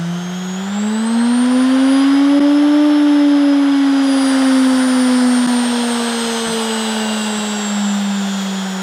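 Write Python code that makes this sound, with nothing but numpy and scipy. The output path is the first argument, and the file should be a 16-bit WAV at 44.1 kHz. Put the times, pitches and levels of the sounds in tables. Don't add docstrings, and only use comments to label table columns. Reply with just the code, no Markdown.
import sys
import numpy as np
from scipy import signal
from scipy.fft import rfft, irfft
from scipy.io import wavfile

SR = 44100
rng = np.random.default_rng(int(sys.argv[2]) if len(sys.argv) > 2 else 0)


def int16_out(signal):
    q = np.round(np.clip(np.atleast_2d(signal).T, -1, 1) * 32767)
    wavfile.write(sys.argv[1], SR, q.astype(np.int16))


N = 388962
TIME = np.arange(N) / SR
BIN_HZ = np.maximum(np.arange(N // 2 + 1) * SR / N, 1)
MAINS_HZ, POWER_OFF_S, BARS = 50, 2.82, 36

# t/s, turn rate then/Hz, turn rate it heads for/Hz, time constant/s
LOW_POWER = (0, 168.8, 204.3, .824)
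HIGH_POWER = (.6, 190.7, 334.2, 1.662)
COASTING = (POWER_OFF_S, 297.65, -106.2, 19.07)
# t/s, share of full current
WINDING_CURRENT = [(0, 0.36), (.58, 0.2), (.64, 0.6), (1.3, 0.32), (2.1, 0.4), (2.75, 0.07)]
# t/s, level/dB
UNBALANCE = [(0.0, -20.5), (0.1, -19.5), (0.22, -23.5), (0.66, -22.5), (0.76, -18), (1.08, -16.5),
             (1.2, -13), (2.09, -11), (3.22, -10.5), (4.3, -13.5), (4.59, -11), (4.86, -13.5), (5.28, -12),
             (6.41, -23.5), (7.1, -20), (7.61, -22), (7.86, -16), (8.82, -23)]
# f/Hz, level/dB
ROCKING_RESPONSE = [(340, -38.5), (385, -37.5), (403, -46.5), (420, -34), (455, -36.5), (490, -37),
                    (508, -25), (516, -34), (528, -26), (543, -28.5), (553, -41.5), (569, -24.5),
                    (583, -29.5), (595, -23.5)]
# [f/Hz, level against the low bearing noise/dB]
OVERTONES = [(3, 4.5, [(500, -23), (590, -15.5), (640, -9), (740, -7), (770, -13.5), (820, -5.5),
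             (890, -3.5)]), (4, 10.5, [(670, -10), (800, -10.5), (870, -5.5), (1040, -7), (1100, -10),
             (1190, -5.5)])]
# order, level against the low bearing noise/dB
FAINT_OVERTONES = [(5, -12.5), (6, -40), (7, -14.5), (8, -15.5), (11, -25)]
# [f/Hz, width/Hz, level at the hardest chatter/dB]
WHINE_TONES = [(13, 1.8, [(2815, 126, -33), (3330, 300, -37)]), (17, 0.51, [(3000, 160, -41),
               (3300, 160, -38), (4070, 140, -37), (4850, 350, -40)]), (18, 0.57, [(3150, 80, -37),
               (3290, 220, -39.5), (3840, 390, -37.5), (4190, 150, -38.5), (4500, 150, -47.5),
               (4897, 156, -29), (5220, 240, -30.5)]), (20, 0.91, [(3670, 200, -41), (4630, 190, -45),
               (5100, 280, -36.5), (5600, 180, -38)]), (27, 1.7, [(4950, 250, -46), (5580, 140, -41),
               (6220, 150, -36), (6650, 350, -44)]), (35, 0.89, [(8100, 170, -38), (9340, 430, -36),
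               (10300, 300, -39)]), (36, 0.46, [(6630, 300, -36), (7440, 98, -31.5), (8180, 1100, -34),
               (8720, 250, -30.5), (9120, 230, -30.5), (9710, 170, -29.5), (10680, 100, -42)]),
               (37, 0.85, [(6820, 170, -35.5), (7690, 300, -33), (9000, 130, -34), (9510, 290, -35),
               (10850, 300, -37)]), (53, 1.3, [(12200, 800, -53), (13900, 300, -56)]),
               (55, 1.4, [(12600, 600, -60)]), (57, 1.4, [(12200, 800, -59)]),
               (70.8, 1, [(14000, 2500, -61)]), (72, .5, [(13400, 1500, -53), (14900, 600, -61)]),
               (73, 1, [(14000, 2500, -63)])]
# t/s, level/dB
CHATTER_STRENGTH = [(0, -48), (.9, -42.5), (1.9, -50), (2.8, -55), (4.0, -56.5), (4.25, -41), (5.8, -37.5),
                    (6.3, -35), (7.1, -34.5), (8.82, -39)]
# order, relative level/dB
CHATTER_SPECTRUM = [(14, -7), (16, -6.5), (19, -12), (21.5, -10), (24, -17), (25, -19), (28, -14),
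                    (34, -14.5), (42, -17.5), (45, -27.5), (48, -37), (59, -29)]
# order, relative level/dB
BALL_TONES = [(13.9, -5), (21.3, -10)]
# f/Hz, width/Hz, gain/dB
CASING_MODES = [(2880, 88, -24), (3280, 130, -3.5), (3810, 440, 0), (4930, 490, -0.5), (5500, 230, 2),
                (6700, 350, -3.5), (7970, 770, 2), (9229, 860, 3.5), (13040, 990, 7.5), (14200, 900, -8)]
# f/Hz, relative level/dB
FRICTION_SPECTRUM = [(300, -8), (550, -0.5), (850, 2.7), (1150, -4), (1450, -1.5), (1950, -7.5),
                     (2450, -12.5), (3250, -5), (4350, -14.5), (5000, -12.5), (7500, -23.5), (9600, -29.5),
                     (11200, -36), (15500, -43.5)]
# t/s, low bearing/dB, high bearing/dB, end-shield ring/dB, brush rub/dB
FRICTION_LEVELS = [(0.0, -37, -36.5, -40.5, -42), (0.47, -36, -36, -38.5, -44),
                   (0.81, -34.5, -32.5, -36.5, -44.5), (1.08, -32, -32.5, -36, -42.5),
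                   (1.5, -31.5, -30, -32, -37.5), (1.94, -29.5, -28, -29.5, -36),
                   (2.46, -31.5, -31.5, -32.5, -39.5), (2.82, -32, -31, -32, -39),
                   (3.61, -32, -31.5, -32.5, -40), (4.1, -29.5, -29.5, -31, -34),
                   (4.3, -28.5, -26.5, -29.5, -32.5), (5.26, -29.5, -27.5, -32, -33.5),
                   (5.65, -27.5, -29, -28, -32.5), (6.34, -29.5, -28.5, -27, -32.5),
                   (7.0, -28, -29.5, -27.5, -34.5), (8.11, -32.5, -31.5, -33.5, -37.5),
                   (8.4, -32, -32.5, -32.5, -35), (8.82, -32.5, -32, -36.5, -38)]
FRICTION_GAINS_DB = (-0.5, -0.5, -2, -3.5)
FRICTION_EDGES_HZ = (150, 1100, 2400, 4200, 6500, 17000)
# t/s, peak level/dB, contact cut-off/Hz
KNOCKS = [(4.735, -34, 80), (4.76, -35, 100), (6.235, -35, 250), (6.468, -24, 200), (6.497, -29, 200),
          (7.356, -33, 400), (7.385, -34, 250)]
# f/Hz, relative level/dB, t60/s
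BENCH_MODES = [(55, -12, .2), (112, -1.5, 0.12), (148, -3.5, 0.18), (177, 7.5, .25), (260, -6, .12),
               (332, 10, .12)]


def from_db(db):
    return np.exp(np.asarray(db) * (np.log(10) / 20))


def unit_rms(x):
    return x / np.sqrt(np.mean(x ** 2) + 1e-20)


def in_time(rows):
    times, *columns = np.transpose(rows)
    return [np.interp(TIME, times, column) for column in columns]


def spectrum_db(points, hz):
    known_hz, db = np.transpose(points)
    return np.interp(np.log(hz), np.log(known_hz), db)


def noise(gain):
    return unit_rms(irfft(rfft(rng.standard_normal(N)) * gain, N))


def drift(rate):
    grid = np.linspace(0, N / SR, 4096)
    hz = np.arange(len(grid) // 2 + 1) / grid[-1]
    slow = irfft(rfft(rng.standard_normal(len(grid))) / (1 + (hz / rate) ** 2))
    return np.interp(TIME, grid, unit_rms(slow))


def tone(angle, order):
    cycles = order * angle / (2 * np.pi) + rng.random()
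    return np.sqrt(2) * np.sin(2 * np.pi * cycles)


def resonance_gain(modes, hz):
    grid = np.geomspace(100, SR / 2, 4000)
    power = sum(from_db(db) ** 2 / (1 + (2 * (grid - centre) / width) ** 2) for centre, width, db in modes)
    return np.interp(hz, grid, np.sqrt(power))


def reflections(x, wet_db, t60):
    t = TIME[:SR // 2]
    tail = rng.standard_normal(len(t)) * from_db(-60 * t / t60) * (t > .002)
    wet = signal.fftconvolve(x, tail / np.linalg.norm(tail))[:N]
    return (x + from_db(wet_db) * wet) / np.hypot(1, from_db(wet_db))


def rotor_speed():
    low, high, coast = (end_hz + (from_hz - end_hz) * np.exp((start_s - TIME) / lag_s)
                        for start_s, from_hz, end_hz, lag_s in (LOW_POWER, HIGH_POWER, COASTING))
    return np.minimum(np.maximum(low, high), coast)


def rotor_angle(turn_hz, current, driven_rad, coasting_rad):
    flutter = (coasting_rad + driven_rad * current) * drift(rate=54)
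    return 2 * np.pi * np.cumsum(turn_hz) / SR + flutter


def bench_hum(angle, turn_hz, current, bearing_db):
    hum = from_db(in_time(UNBALANCE)[0] + 0.32 * drift(rate=13.5)) * tone(angle, 1)
    tool_db = 11.5 * np.exp(-((TIME - 6.33) / 0.8) ** 2)
    torque_db = 3 * current
    rocking_db = spectrum_db(ROCKING_RESPONSE, 2 * turn_hz) + tool_db + torque_db
    rocking = from_db(rocking_db + 1.76 * drift(rate=6.6)) * tone(angle, 2)
    overtones = 0
    for order, driven_db, response in OVERTONES:
        level_db = bearing_db + spectrum_db(response, order * turn_hz) + driven_db * current
        overtones += from_db(level_db + 2.03 * drift(rate=11)) * tone(angle, order)
    faint = sum(from_db(bearing_db + db) * tone(angle, order) for order, db in FAINT_OVERTONES)
    return hum + rocking + overtones + reflections(faint, wet_db=6, t60=0.4)


def mains_hum(current, hum_db, buzz_db):
    phase = 2 * np.pi * MAINS_HZ * TIME
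    low_power = np.interp(TIME, [.55, .65], [1, 0])
    return from_db(hum_db) * current * np.sin(2 * phase) + from_db(buzz_db) * low_power * np.sin(3 * phase)


def whine(angle, turn_hz, current, contact_db, waver_db, ripple):
    tones = 0
    for order, db_per_db, modes in WHINE_TONES:
        order = round(order)
        strength = from_db(db_per_db * contact_db + waver_db * drift(rate=17))
        tones += resonance_gain(modes, order * turn_hz) * strength * tone(angle, order)
    pulsing = 1 + ripple * current * np.sin(4 * np.pi * MAINS_HZ * TIME)
    return reflections(tones * pulsing, wet_db=-16.5, t60=0.074)


def chatter(angle, turn_hz, level_db, contact_db, dulling, uneven_db):
    orders = np.setdiff1d(np.arange(14, 60), [round(row[0]) for row in WHINE_TONES])
    orders_db = spectrum_db(CHATTER_SPECTRUM, orders) + uneven_db * rng.standard_normal(len(orders))
    comb = 0
    for order, db in list(zip(orders, orders_db)) + BALL_TONES:
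        tilt_db = dulling * np.clip(order / BARS - 1, 0, .5) * contact_db
        comb += from_db(db + tilt_db) * resonance_gain(CASING_MODES, order * turn_hz) * tone(angle, order)
    return reflections(comb * from_db(level_db), wet_db=-8, t60=.025)


def friction_levels(turn_hz):
    levels_db = in_time(FRICTION_LEVELS)
    hiss_db = levels_db[-1] - 7 - 7 * np.log2(turn_hz / turn_hz.mean())
    return [db + gain_db for db, gain_db in zip(levels_db, FRICTION_GAINS_DB)] + [hiss_db]


def friction(angle, levels_db, throb, flicker_db):
    colour = from_db(spectrum_db(FRICTION_SPECTRUM, BIN_HZ))
    out = 0
    for low_hz, high_hz, db in zip(FRICTION_EDGES_HZ, FRICTION_EDGES_HZ[1:], levels_db):
        skirt = 5 if low_hz == FRICTION_EDGES_HZ[0] else 16
        band = 1 / np.sqrt((1 + (low_hz / BIN_HZ) ** skirt) * (1 + (BIN_HZ / high_hz) ** 16))
        out += from_db(db + flicker_db * drift(rate=18)) * noise(colour * band)
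    return out * (1 + throb * np.sin(angle))


def room_tone(level_db, corner_hz):
    return from_db(level_db) * noise(1 / (1 + (BIN_HZ / corner_hz) ** 2))


def knocks():
    out, t = np.zeros(N), TIME[:SR // 2]
    for start_s, peak_db, soft_hz in KNOCKS:
        thud = 0
        for hz, db, t60 in BENCH_MODES:
            decay = from_db(db + rng.normal(0, 1.8) - 60 * t / t60)
            thud += decay / (1 + (hz / soft_hz) ** 2) * np.sin(2 * np.pi * hz * t)
        thud *= 1 - np.exp(-t / 0.0051)
        start = round(start_s * SR)
        out[start:start + len(t)] += from_db(peak_db) * thud / np.abs(thud).max()
    return out


def scene():
    turn_hz = rotor_speed()
    current = in_time(WINDING_CURRENT)[0] * (TIME < POWER_OFF_S)
    angle = rotor_angle(turn_hz, current, driven_rad=0.015, coasting_rad=.004)
    bands_db = friction_levels(turn_hz)
    chatter_db = in_time(CHATTER_STRENGTH)[0]
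    contact_db = chatter_db - chatter_db.max()
    bars = whine(angle, turn_hz, current, contact_db, waver_db=2.0, ripple=0.3)
    brushes = chatter(angle, turn_hz, chatter_db, contact_db, dulling=0.43, uneven_db=4.3)
    rubbing = friction(angle, bands_db, throb=0.091, flicker_db=.5)
    shaking = bench_hum(angle, turn_hz, current, bearing_db=bands_db[0])
    motor = shaking + mains_hum(current, hum_db=-42, buzz_db=-45) + bars + brushes + rubbing
    return (motor + knocks() + room_tone(level_db=-62.5, corner_hz=110))[None]


def record(dry):
    gain = np.ones(N)
    for dip_s in (2.3995, 5.4692):
        gain *= np.clip(np.abs(TIME - dip_s) / 0.0063, .08, 1)
    top_cut = 1 / np.sqrt(1 + (BIN_HZ / 15750) ** 400)
    return irfft(rfft(dry * gain) * top_cut, N)


dry = scene()
out = record(dry)
int16_out(out)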